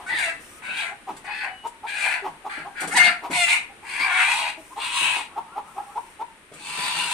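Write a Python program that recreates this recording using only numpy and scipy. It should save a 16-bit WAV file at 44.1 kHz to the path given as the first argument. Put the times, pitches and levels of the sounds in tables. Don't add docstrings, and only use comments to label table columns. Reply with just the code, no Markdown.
import sys
import numpy as np
from scipy import signal
from scipy.fft import rfft, irfft, next_fast_len
from scipy.io import wavfile
from scipy.ndimage import uniform_filter1d, map_coordinates

SR = 44100
rng = np.random.default_rng(int(sys.argv[2]) if len(sys.argv) > 2 else 0)


def unload_audio(sound):
    columns = np.transpose(np.atleast_2d(sound))
    steps = np.round(np.clip(columns, -1, 1) * 32767)
    wavfile.write(sys.argv[1], SR, steps.astype(np.int16))


N = 314433
TIME = np.arange(N) / SR

# (frequency [Hz], density [dB per Hz])
RUB_COLOUR = [(50, -22), (110, -13), (160, -2), (230, -2), (320, 0), (480, -5), (700, -10), (2000, -19),
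              (6000, -31), (9000, -27), (15000, -52)]


def amp(db):
    return 10 ** (np.asarray(db) / 20)


def unit(x):
    return x / np.sqrt(np.mean(x ** 2) + 1e-20)


def read(points, hz):
    f, value = np.transpose(points)
    return np.interp(np.log(hz + 1), np.log(f + 1), value)


def along(rows, t):
    s, *columns = np.transpose(rows)
    return [np.interp(t, s, column) for column in columns]


def add(mix, s, sound):
    start = round(s * SR)
    sound = sound[max(-start, 0):]
    part = mix[max(start, 0):][:len(sound)]
    part += sound[:len(part)]


def colour(x, points):
    n = x.shape[-1]
    size = next_fast_len(n + 2048)
    gain = amp(read(points, np.fft.rfftfreq(size, 1 / SR)))
    return irfft(rfft(x, size) * gain, size)[..., :n]


def wobble(n, hz):
    size = next_fast_len(n + 4096)
    f = np.fft.rfftfreq(size, 1 / SR)
    smooth = rfft(rng.standard_normal(size)) / (1 + (f / hz) ** 4)
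    return unit(irfft(smooth, size))[:n]


def resonate(x, hz, width):
    turn = np.exp(2j * np.pi * np.cumsum(hz * np.ones(len(x))) / SR)
    r = np.exp(-np.pi * width / SR)
    return 2 * (turn * signal.lfilter([1 - r], [1, -r], x / turn)).real


def resonate_twice(x, hz, width):
    return resonate(resonate(x, hz, width), hz, width)


def steady(x):
    power = uniform_filter1d(uniform_filter1d(x ** 2, size=900), size=900)
    return x / np.sqrt(abs(power) + 1e-12)


def diffuse(pair):
    # (frequency [Hz], likeness [0-1])
    likeness = [(30, 0.036), (120, 1), (600, 0.71), (900, 0.82), (1250, 0.16), (2000, 0.015),
                (12000, 0.007)]
    n = pair.shape[-1]
    size = next_fast_len(n)
    a, b = rfft(pair, size)
    same = np.clip(read(likeness, np.fft.rfftfreq(size, 1 / SR)), -1, 1)
    return irfft(np.array([a, same * a + np.sqrt(1 - same ** 2) * b]), size)[:, :n]


def strokes(rows, edge):
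    level = np.zeros(N)
    for s, length, level_db in rows:
        add(level, s, amp(level_db) * signal.windows.tukey(int(length * SR), edge))
    return level


def pen(x, echo_db, scatter_db, tail_db):
    # (frequency [Hz], time to fall 60 dB [s])
    tail_t60 = [(150, 0.32), (500, 0.24), (1000, 0.4), (2500, 0.31), (5000, 0.28), (10000, 0.21)]
    # (left delay [s], right delay [s], gain [ratio])
    first_echoes = [(.0031, .0034, .3), (.0074, .0071, .25), (.0132, .0133, .42), (.0205, .0209, .2),
                    (.0271, .0267, .2)]
    scatter_t60, tail_rise = 0.072, 0.019
    size = 32768
    hz, t, z = signal.stft(rng.standard_normal((2, size)), SR, nperseg=256)
    fading = z * amp(-60 * t / read(tail_t60, hz)[:, None])
    tail = signal.istft(fading, SR, nperseg=256)[1][:, :size]
    t = TIME[:size]
    tail = tail * np.clip(t / tail_rise, 0, 1)
    scatter = rng.standard_normal((2, size)) * amp(-60 * t / scatter_t60) * (t > .001)
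    scatter = colour(scatter, [(500, -49.5), (1000, 1), (1800, -1)])
    response = diffuse(amp(tail_db) * unit(tail) + amp(scatter_db) * unit(scatter)) / np.sqrt(size)
    response[:, 0] += 1
    for left, right, gain in first_echoes:
        response[[0, 1], [round(left * SR), round(right * SR)]] += gain * amp(echo_db)
    response = response / np.linalg.norm(response.mean(0))
    return signal.fftconvolve(x[None], response, axes=1)[:, :N]


def air():
    # (frequency [Hz], density [dB per Hz])
    wash_colour = [(12, -44), (20, 9.5), (119, -0.5), (351, 5.5), (490, 1.5), (878, -3), (1040, 1.5),
                   (1710, 2.5), (2530, 0.5), (4050, -8), (5060, -14.5), (7070, -14.5), (9080, -3.5),
                   (13000, -24.5), (15400, -45)]
    start_db, fall_db_per_s, drift_db = -48, 0.5, 1
    level_db = start_db - fall_db_per_s * TIME + drift_db * wobble(N, 0.72)
    return amp(level_db) * unit(diffuse(colour(rng.standard_normal((2, N)), wash_colour)))


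def high_hiss():
    # (frequency [Hz], density [dB per Hz])
    hiss_colour = [(2000, -47), (5500, -3.5), (7000, -5.5), (9000, 4.5), (11000, -8), (15000, -12)]
    # (start [s], length [s], level [dB])
    bursts = [(.38, 0.23, -53), (3.985, 0.092, -51), (4.56, 0.26, -56), (5.62, 0.57, -60)]
    return strokes(bursts, edge=0.27) * unit(colour(rng.standard_normal(N), hiss_colour))


def rustle():
    # (start [s], length [s], level [dB])
    rubs = [(.12, 0.034, -42), (2.8, 0.361, -36.5), (3.298, 0.031, -28), (5.28, .62, -55.5),
            (6.66, 0.44, -42.5)]
    gain_db, clump_db = -1, 3.5
    boom_hz, boom_width_hz, boom_db = 167, 17, 8
    clumps = amp(clump_db * wobble(N, 35))
    grains = colour(rng.standard_normal(N) * clumps, RUB_COLOUR)
    boom = amp(boom_db) * resonate(grains, boom_hz, boom_width_hz)
    return amp(gain_db) * strokes(rubs, edge=0.18) * unit(grains + boom)


def crate():
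    # (time [s], level [dB], scuff's time to fall 60 dB [s], panel pitch [Hz])
    bumps = [(0.138, -46, 0.16, 336), (0.305, -53, 0.14, 402), (0.683, -39.5, 0.094, 230),
             (1.098, -38, 0.47, 318), (2.27, -40.5, 0.35, 402), (2.574, -37, 0.15, 303),
             (2.809, -37.5, 0.23, 310), (2.837, -36, 0.15, 290), (2.875, -37, 0.13, 464),
             (3.303, -30, 0.058, 304), (3.999, -41, 0.23, 284), (5.011, -39.5, 0.31, 335),
             (6.515, -39.5, 0.56, 410)]
    # (pitch [Hz], level [dB], time to fall 60 dB [s])
    tones = [(165.2, -11.5, 0.8), (212, -6.5, 0.15), (414, -18, 0.63), (569, 7.5, 0.065), (667, 0.5, 0.26)]
    # (time [s], level [dB])
    tick_times = [(0.1863, -31.5), (1.165, -42), (1.669, -42.5), (2.804, -29.5), (2.832, -35.5),
                  (2.875, -31), (3.3093, -34), (6.5364, -43.5), (6.856, -37)]
    # (frequency [Hz], density [dB per Hz])
    tick_colour = [(300, -19), (1500, 14), (4000, 12), (6000, 8), (8500, 20), (11000, 9.5), (15000, -12)]
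    bump_db, panel_db, sink_db = -2, 11, 4.5
    tick_t60, panel_t60 = 0.12, 0.084
    sink_from_hz, sink_to_hz, sink_s = 324.6, 134, 0.0216
    out = np.zeros(N)
    t = np.arange(SR // 3) / SR
    for s, level_db, scuff_t60, panel_hz in bumps:
        ring = np.zeros(len(t))
        for hz, db, t60 in tones:
            tone = np.sin(2 * np.pi * hz * rng.uniform(.92, 1.08) * t)
            ring += amp(db - 60 * t / t60) * tone * rng.choice([-1, 1])
        panel = amp(panel_db - 60 * t / panel_t60) * np.sin(2 * np.pi * panel_hz * t)
        sink_hz = sink_to_hz + (sink_from_hz - sink_to_hz) * np.exp(-t / sink_s)
        sink_level = amp(sink_db) * t / sink_s * np.exp(-t / sink_s)
        sinking = sink_level * np.sin(2 * np.pi * np.cumsum(sink_hz) / SR)
        scuff = unit(colour(rng.standard_normal(len(t)), RUB_COLOUR)) * amp(-60 * t / max(scuff_t60, .02))
        soft_start = 1 - np.exp(-t / .004)
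        add(out, s, amp(level_db + bump_db) * (ring + panel + sinking + scuff) * soft_start)
    for s, level_db in tick_times:
        tick = unit(colour(rng.standard_normal(len(t)), tick_colour))
        add(out, s, amp(level_db - 60 * t / tick_t60) * tick)
    return out


def murmur():
    count, loudest_db, spread_db = 14, -50, 5
    out = np.zeros(N)
    for k, (when, pitch, size) in enumerate(rng.random((count, 3))):
        hz = np.interp(pitch, [0, 1], (950, 1400))
        _, sound = cluck(loudest_db - spread_db * size, hz, 0.031, bend=0.38)
        add(out, np.interp((k + when) / count, [0, 1], (5.27, 5.92)), sound)
    return out


def note(length, start_hz, end_hz, level_db, overtone_db):
    waver_hz = 9
    n = int(length * SR)
    hz = np.linspace(start_hz, end_hz, n) + waver_hz * wobble(SR, 41)[:n]
    phase = 2 * np.pi * np.cumsum(hz) / SR
    tone = unit(np.sin(phase) + amp(overtone_db) * np.sin(2 * phase))
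    return amp(level_db) * tone * signal.windows.tukey(n, .5)


def cluck(level_db, hz, length, gritty=1.0, bend=1):
    lead_db = -12
    t = np.arange(-.03, .06, 1 / SR)
    n = len(t)
    glide = np.interp(t, [-.012, -.002, .006, .016, .04], [.92, .92, 1, 1.02, .92])
    turns = np.cumsum(hz / 2 * glide ** bend * (1 + .035 * wobble(8192, 200)[:n])) / SR
    partials_db = [-12.0, 7.5, -12.5, -35.0, -26.5, -47.0, -64, -27.5]
    tone = unit(sum(amp(db) * np.sin(2 * np.pi * k * turns) for k, db in enumerate(partials_db, 1)))
    grit_colour = [(120, -30.0), (330, 7), (580, 1), (750, 18.5), (1080, 15.5), (1600, -7),
                   (2500, -4.0), (5000, -17.0), (12000, -23.5)]
    grit = unit(colour(rng.standard_normal(8192), grit_colour))[:n]
    swell = np.exp(-((t - .01) / length) ** 2) + amp(lead_db) * np.exp(-((t + .008) / .006) ** 2)
    return t[0], amp(level_db) * swell * (tone + gritty * grit)


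def whistles(drive, t):
    # (time [s], pitch [Hz], share of the throat's power [0-1])
    curves = [
        [(.092, 1855, 0.8), (.125, 1960, 0.8), (.15, 1930, 0.75), (.19, 1737, 0.65), (.228, 1510, .2)],
        [(.252, 2640, 0.4), (.28, 2700, 0.7), (.305, 2520, 0.04)],
        [(.628, 1430, .3), (.715, 1535, 0.62), (.755, 1560, 0.45), (.8, 1510, 0.1)],
        [(.65, 2310, 0), (.735, 2660, 0.06), (.775, 2310, 0), (.86, 2220, 0.14)],
        [(3.99, 2100, .4), (4.045, 2360, 0.45), (4.11, 2120, 0), (4.16, 2230, 0.4), (4.21, 2130, 0),
         (4.29, 2480, 0.2)],
        [(6.61, 2530, .45), (6.74, 2700, 0), (6.86, 2520, .05), (6.96, 2810, 0.13), (7.12, 2630, .15)],
    ]
    width_hz, edge_s = 113, 0.0135
    sound, taken = np.zeros((2, len(t)))
    for curve in curves:
        start, end = curve[0][0], curve[-1][0]
        if start < t[-1] and end > t[0]:
            hz, share = along(curve, t)
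            fade = np.clip(np.minimum(t - start, end - t) / edge_s + .5, 0, 1)
            share = np.clip(share, 0, 1) * fade
            sound += np.sqrt(share) * steady(resonate_twice(drive, hz, width_hz))
            taken += share
    return sound, np.minimum(taken, 1)


def pulses(turns, offset):
    return unit(sum(np.cos(2 * np.pi * (k + offset) * turns) / np.sqrt(k) for k in range(1, 17)))


def syrinx(t, pitch, rough):
    # (time [s], depth [0-1])
    doubling = [(4.02, 0.3), (4.12, 0.64), (4.24, 0.6), (4.32, .05)]
    jitter, forced, breath = .042, 0.36, 4.67
    rattle, rattle_hz = 0.2, 130
    roll_hz, roll_depth, roll_stray = 70, 0.4, 0.17
    n = len(t)
    turns = np.cumsum(pitch * (1 + jitter * (rough + 0.044) * wobble(SR, 207.4)[:n])) / SR
    beats = pulses(turns, 0) + along(doubling, t)[0] * pulses(turns, .5)
    beats = beats * (1 + forced * rough)
    puffs = unit((0.32 + np.exp(-(turns % 1) / 0.5)) * rng.standard_normal(SR)[:n])
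    roll = np.cos(2 * np.pi * np.cumsum(roll_hz * (1 + roll_stray * wobble(SR, 33.3)[:n])) / SR)
    flutter = np.exp(rough * (rattle * wobble(SR, rattle_hz)[:n] + roll_depth * roll))
    drive = ((1 - rough ** 2) * beats + breath * rough ** 1.32 * puffs) * flutter
    return drive, puffs * flutter


def squawk(curve):
    # (time [s], pitch [Hz], roughness [0-1], windpipe resonance [Hz])
    voice = [(.06, 733.4, 0, 780), (.082, 746, 0.33, 780), (.102, 870, 0.65, 800), (.13, 920, 0.5, 820),
             (.2, 795, 0.79, 850), (.24, 695.5, 0.5, 735), (.27, 671.3, 0.31, 696), (.31, 644, 0.63, 710),
             (.62, 747.3, 0.6, 905), (.715, 760.4, 0.56, 860), (.76, 790, 0.57, 895), (.81, 753, 0.9, 790),
             (.85, 681, 0.7, 694), (.9, 694, 0.83, 874), (1.24, 712, 0.48, 800), (1.285, 810, 0.62, 816),
             (1.33, 858, 0.42, 895), (1.4, 867, 0.62, 880), (1.44, 811.6, 0.73, 820),
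             (1.48, 750, 0.57, 780), (1.87, 788, 0.4, 780), (1.96, 839, 0.8, 770), (2.07, 789, 0.8, 770),
             (2.17, 688, 0.8, 760), (2.5, 799, 0.41, 845), (2.61, 803, 0.8, 850), (2.77, 832, 0.78, 814),
             (2.86, 698, 0.68, 794), (2.905, 667.7, 0.65, 780), (2.932, 749.6, 0.23, 800),
             (2.957, 994, 0.12, 970), (2.972, 942.6, 0.32, 1030), (2.98, 723, 0.38, 750),
             (3.02, 703, 0.42, 745), (3.05, 718, 0.42, 760), (3.09, 692, 0.38, 780), (3.12, 656, 0.66, 750),
             (3.31, 738.5, 0.49, 910), (3.345, 737, 0.45, 960), (3.385, 714, 0.17, 755),
             (3.435, 696, 0.17, 730), (3.448, 673, 0.21, 695), (3.47, 697, 0.75, 880),
             (3.535, 716, 0.41, 930), (3.58, 716, 0.93, 850), (3.85, 800, 0.73, 930), (3.98, 740, 0.8, 950),
             (4.015, 750, 0.65, 1020), (4.07, 767, 0.65, 940), (4.12, 716.5, 0.43, 884),
             (4.16, 754.7, 0.46, 900), (4.21, 725, 0.52, 920), (4.25, 782, 0.49, 920), (4.31, 798, .9, 960),
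             (4.5, 827, 0.98, 830), (4.8, 908.7, 0.8, 912), (4.97, 972, 0.77, 1030), (5.06, 882, 0.74, 916),
             (5.21, 858, 1.02, 900), (6.6, 876.5, 0.74, 900), (6.72, 1000, 0.94, 1000),
             (6.86, 886, 1.01, 890), (6.96, 925, 0.82, 944), (7.12, 899.6, 0.7, 880)]
    # (time [s], beak resonance width [Hz], pharynx resonance [Hz], pharynx gain [dB], rasp centre [Hz])
    mouth = [(.07, 900, 1430, 13, 3700), (.12, 700, 1820, -22, 3870), (.23, 1190, 1590, 0, 3730),
             (.29, 900, 1810, 11.5, 4100), (.63, 810, 1530, 1, 3800), (.78, 925, 1550, -3.5, 3300),
             (.89, 1120, 1580, 3.5, 3700), (1.25, 890, 1590, 3, 4460), (1.48, 990, 1570, 0, 4370),
             (1.87, 914, 1690, 1.5, 3660), (2.16, 1040, 1450, -4, 4140), (2.5, 1130, 1510, -26, 4070),
             (2.91, 950, 1320, 4, 4300), (2.97, 750, 1580, -17, 4500), (3.03, 1010, 1490, -15, 4330),
             (3.1, 1150, 1550, 6, 4400), (3.32, 744, 1620, -20, 3880), (3.56, 790, 1570, -37, 3570),
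             (3.86, 1010, 1540, -2.5, 4580), (4.04, 950, 1450, -7, 4800), (4.1, 1100, 1430, -5, 3140),
             (4.17, 1200, 1360, -4, 3340), (4.28, 1110, 1340, -12, 3640), (4.48, 900, 1380, -17, 3740),
             (4.8, 1186, 1395, -10, 3600), (5.2, 1150, 1350, -17, 3700), (6.6, 850, 1520, -11, 4400),
             (6.88, 940, 1440, -13, 4040), (7.12, 1090, 1590, -7, 4160)]
    # (frequency [Hz], gain [dB])
    throat_colour = [(300, -27), (850, -54), (1150, 9), (1600, 3), (2000, 1.5), (2800, 3), (3300, -3.5),
                     (4000, 7), (6000, -29)]
    # (frequency [Hz], gain [dB])
    rasp_colour = [(1500, -10), (2700, -55), (3100, 9), (3500, 6.5), (4300, 2.5), (4750, 0.5),
                   (5250, -13.5), (7000, -50), (12000, -25)]
    # (frequency [Hz], gain [dB])
    beak_hiss_colour = [(3290, -22), (5600, -2.5), (7400, 1.5), (8270, 8), (8700, 8.5), (9510, 4),
                        (11700, -12.5), (12100, -13.5), (14400, -26), (15400, -62)]
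    lead_s, attack_s, release_s, release_db_per_s = .006, 0.0022, 0.078, 302
    open_s, open_db = 0.027, -1
    pharynx_width, rasp_width, pipe_width = 480, 1100, 340
    tremor_db, pharynx_trim_db, rasp_even = 1.0, -2, 0.47
    throat_db, pipe_db, rasp_db, hiss_db = 1.5, 1.0, 1.0, -0.1

    start, end = curve[0][0] - lead_s, curve[-1][0]
    t = np.arange(start, end + release_s, 1 / SR)
    level_db, beak_hz, low_db, high_db, top_db = along(curve, t)
    pitch, rough, pipe_hz = along(voice, t)
    beak_width, pharynx_hz, pharynx_db, rasp_hz = along(mouth, t)
    release_db = release_db_per_s * np.maximum(t - end, 0)
    effort_db = level_db - release_db + tremor_db * wobble(SR, 13.0)[:len(t)]
    drive, gusts = syrinx(t, pitch, np.clip(rough, 0, 1))

    beak = resonate_twice(drive, beak_hz, beak_width.mean())
    pharynx = amp(pharynx_db + pharynx_trim_db) * resonate_twice(drive, pharynx_hz, pharynx_width)
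    whistle, share = whistles(drive, t)
    throat = np.sqrt(1 - share) * steady(colour(beak - pharynx, throat_colour)) + whistle
    pipe = resonate_twice(drive, pipe_hz, pipe_width)
    pipe = colour(pipe, [(250, -11), (520, -1), (690, 3), (1300, 3), (2500, -2)])
    rasp = colour(rasp_even * drive + resonate(drive, rasp_hz, rasp_width), rasp_colour)
    hiss = colour(drive + gusts / 2, beak_hiss_colour)

    opening_db = open_db * np.maximum(1 - (t - start) / open_s, 0)
    parts = [(throat, throat_db), (pipe, pipe_db + low_db),
             (rasp, rasp_db + high_db + opening_db), (hiss, hiss_db + top_db + opening_db)]
    edges = np.minimum(np.minimum(t - start, t[-1] - t) / attack_s, 1)
    return start, sum(amp(effort_db + db) * steady(x) for x, db in parts) * edges


def pieces(start, sound):
    hop = int(.3 * SR)
    for centre in range(0, len(sound) + hop, hop):
        at = np.arange(max(centre - hop, 0), min(centre + hop, len(sound)))
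        if len(at):
            fade = np.cos(np.pi / 2 * (at - centre) / hop) ** 2
            yield start + at[0] / SR, sound[at] * fade


def scene():
    # (time [s], level [dB], loudest partial before its glide [Hz], half length [s], grit re tone [ratio])
    clucks = [(0.009, -47, 774, 0.039, 1.85), (0.917, -34, 802, 0.011, 0.2),
              (1.087, -28.5, 879, 0.016, 0.63), (1.651, -26.5, 924, 0.012, 0.55),
              (1.845, -27, 906, 0.013, 0.29), (2.256, -28, 892, 0.021, 0.81), (2.46, -29, 830, 0.015, 0.58),
              (2.664, -33, 800, 0.021, 0.44), (2.833, -30.5, 805, 0.017, 0.73),
              (3.247, -34, 945, 0.024, 1.74), (3.84, -39, 940, 0.013, 0.55),
              (4.715, -40.5, 1027, 0.014, 0.45), (4.775, -30.5, 898, 0.016, 0.55),
              (5.176, -32.5, 943, 0.032, 0.82), (5.375, -24.5, 880, 0.014, 0.39),
              (5.572, -25, 861, 0.016, 0.32), (5.777, -32.5, 835, 0.021, 0.56),
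              (5.968, -24, 907, 0.014, 0.31), (6.207, -24.5, 918, 0.014, 0.33)]
    # (time [s], length [s], start pitch [Hz], end pitch [Hz], level [dB], overtone re main tone [dB])
    notes = [(0.492, 0.16, 1200, 1300, -57.5, -8), (1.451, 0.26, 2964, 2925, -52, -40),
             (2.216, 0.056, 403, 389, -37.5, -26), (2.689, 0.1, 792, 800, -47, -8),
             (3.691, 0.042, 786, 800, -45, -31), (4.57, 0.046, 341, 315, -42.5, 3.5),
             (5.518, 0.04, 1330, 1450, -44, -16), (5.778, 0.037, 784, 834, -25.5, -28),
             (5.8, 0.13, 785, 826, -45, -24)]
    # (time [s], effort [dB], beak resonance [Hz], windpipe [dB], rasp [dB], hiss [dB])
    cries = [
        [(0.068, -32.5, 1840, -25, -21, -16), (0.092, -31.5, 1860, -8, -13, -15),
         (0.134, -25.5, 1910, -7, -11.5, -26), (0.166, -28, 1930, -22, -8, -15),
         (0.196, -25, 2020, -8.5, -7.5, -12), (0.25, -27, 2120, -12, -10.5, -10),
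         (0.284, -28.5, 2420, -3, -14, -15), (0.3, -30, 2040, -12, -16.5, -13.5)],
        [(0.625, -43.5, 2240, -1, -15, -12), (0.643, -38.5, 2220, -12, -12.5, -13),
         (0.711, -31.5, 2640, -18, -16, -20), (0.78, -30, 2500, -13, -3.5, -9),
         (0.835, -32, 2430, -9, -7.5, -13), (0.863, -36, 2240, -5, -13, -11), (0.89, -39, 2100, -10, -17, -15)],
        [(1.248, -43.5, 2130, 2, -17, -8), (1.268, -36, 2140, -7, -9, -18), (1.286, -35.5, 2260, 5.5, -12, -26),
         (1.39, -36, 2210, -27, -5.5, -18), (1.43, -28.5, 2130, -10, -13, -28),
         (1.446, -30, 2120, -1, -13, -19), (1.48, -38.5, 1710, 1, -23, -28)],
        [(1.872, -39, 2180, -10, -6, -16), (1.888, -35, 2320, -12, -6, -12), (1.93, -35, 2430, -10, -9, -13.5),
         (2.01, -27, 2380, -18, -10, -8.5), (2.068, -24, 2180, -4.5, -11.5, -12.5),
         (2.134, -28, 2200, -17, -12, -15), (2.165, -31.5, 1960, -6.5, -15, -19)],
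        [(2.5, -36.5, 1640, -13, -10, -17), (2.528, -36.5, 1830, -7, -10, -15),
         (2.61, -38.5, 1790, -7, -14, -20)],
        [(2.757, -43, 1690, -15, -16, -21), (2.783, -34, 1760, -13, -10, -16),
         (2.815, -32.5, 1900, -12, -16, -16), (2.855, -38.5, 1870, -4, -8, -21)],
        [(2.908, -39, 2030, -15, -13, -8), (2.92, -31, 1940, -11, -10, -5), (2.944, -37, 1940, 8, -22, 2),
         (2.956, -24, 1950, -15, -5, -19), (2.966, -21, 2010, -1.5, -4, -0.5),
         (3.018, -13.5, 1940, -10.5, -14.5, -19), (3.052, -19, 2220, -4, -3.5, -9),
         (3.08, -16, 2320, -6, -8, -20), (3.105, -24, 1960, -12, -15, -18)],
        [(3.312, -34.5, 2250, 2.5, -12, -15), (3.336, -25.5, 2290, -10, -7.5, -7.5),
         (3.38, -25.5, 2310, 0.5, -5.5, -5), (3.44, -18, 2480, -15.5, -8.5, -7), (3.46, -31, 2130, -13, -9, -2),
         (3.486, -20.5, 2250, -13, -9, -12), (3.494, -25, 2380, -11, -3, -5),
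         (3.524, -17.5, 2320, -11.5, -12, -9), (3.57, -30, 2320, -16, -11.5, -11)],
        [(3.835, -51.5, 2100, -3, -13, -9), (3.9, -38, 2330, -9, -5, -6.5), (3.985, -29, 2220, -10, -9, -11),
         (4.005, -24, 2280, -9.5, -6, -14.5), (4.092, -28, 2030, -1, -14, -16.5),
         (4.196, -20.5, 2090, -10.5, -13.5, -15), (4.332, -24, 2370, -4, -7.5, -7),
         (4.374, -29.5, 2448, -1, -3, -4.5), (4.47, -30.5, 2410, 0, -8.5, -12.5),
         (4.495, -34, 2400, -14, -7, -10)],
        [(4.765, -54, 2360, -15, -3, -1), (4.81, -35, 2560, -2, -4, -10.5),
         (4.842, -31.5, 2530, -4, -3.5, -6.5), (4.904, -31.5, 2700, -8.5, -8.5, -8),
         (4.96, -28, 2710, -5, -4.5, -3.5), (5.01, -25.5, 2720, -10.5, -12, -5.5),
         (5.078, -27.5, 2660, -6.5, -13.5, -10.5), (5.158, -27.5, 2460, -6, -9, -8),
         (5.18, -34, 2530, -5, -5, -3), (5.21, -35, 2480, -7, -5.5, -5.5)],
        [(6.56, -53, 2400, -9, -8, -3), (6.615, -47.5, 2540, -1.5, 1, 0.5),
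         (6.693, -37, 2620, -5.5, -3.5, -2.5), (6.867, -32.5, 2330, -1.5, 1, -3),
         (6.929, -35, 2560, -3.5, -0.5, -5.5), (6.995, -28, 2640, -5.5, -1, -4.5),
         (7.085, -34.5, 2620, -1.5, -2.5, -4.5), (7.12, -31.5, 2580, -2, 0, -1)],
    ]
    background = air()
    handling = pen(rustle() + crate() + high_hiss(), echo_db=-17.0, scatter_db=6.5, tail_db=-9.0)
    flock = murmur()
    for s, *call in notes:
        add(flock, s, note(*call))
    for s, *call in clucks:
        lead, sound = cluck(*call)
        add(flock, s + lead, sound)
    flock = pen(flock, echo_db=-4, scatter_db=-8, tail_db=-13)
    hen = np.zeros((2, N))
    for curve in cries:
        for s, cry in pieces(*squawk(curve)):
            for side, heard in zip(hen, pen(cry, echo_db=-6.0, scatter_db=5.0, tail_db=-3.5)):
                add(side, s, heard)
    return hen + handling + flock + background


def record(dry):
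    # (frequency [Hz], left minus right [dB])
    balance = [(100, 0.5), (700, 0.5), (1300, 2.1), (2400, 5.5), (4200, 0), (8500, -0.5), (13000, 3.5)]
    ceiling, edge_hz, sway_s, sway_hz = .85, 15250, 2.2e-5, .27
    left = colour(dry[0], [(hz, db / 2) for hz, db in balance])
    right = colour(dry[1], [(hz, -db / 2) for hz, db in balance])
    shift = sway_s * np.sin(2 * np.pi * (sway_hz * TIME + rng.random()))
    right = map_coordinates(right, [(TIME + shift) * SR], order=3, mode="nearest")
    rounded = ceiling * np.tanh(np.array([left, right]) / ceiling)
    low_pass = signal.firwin(511, edge_hz, window=("kaiser", 9), fs=SR)
    return signal.oaconvolve(rounded, low_pass[None], "same")


dry = scene()
out = record(dry)
unload_audio(out)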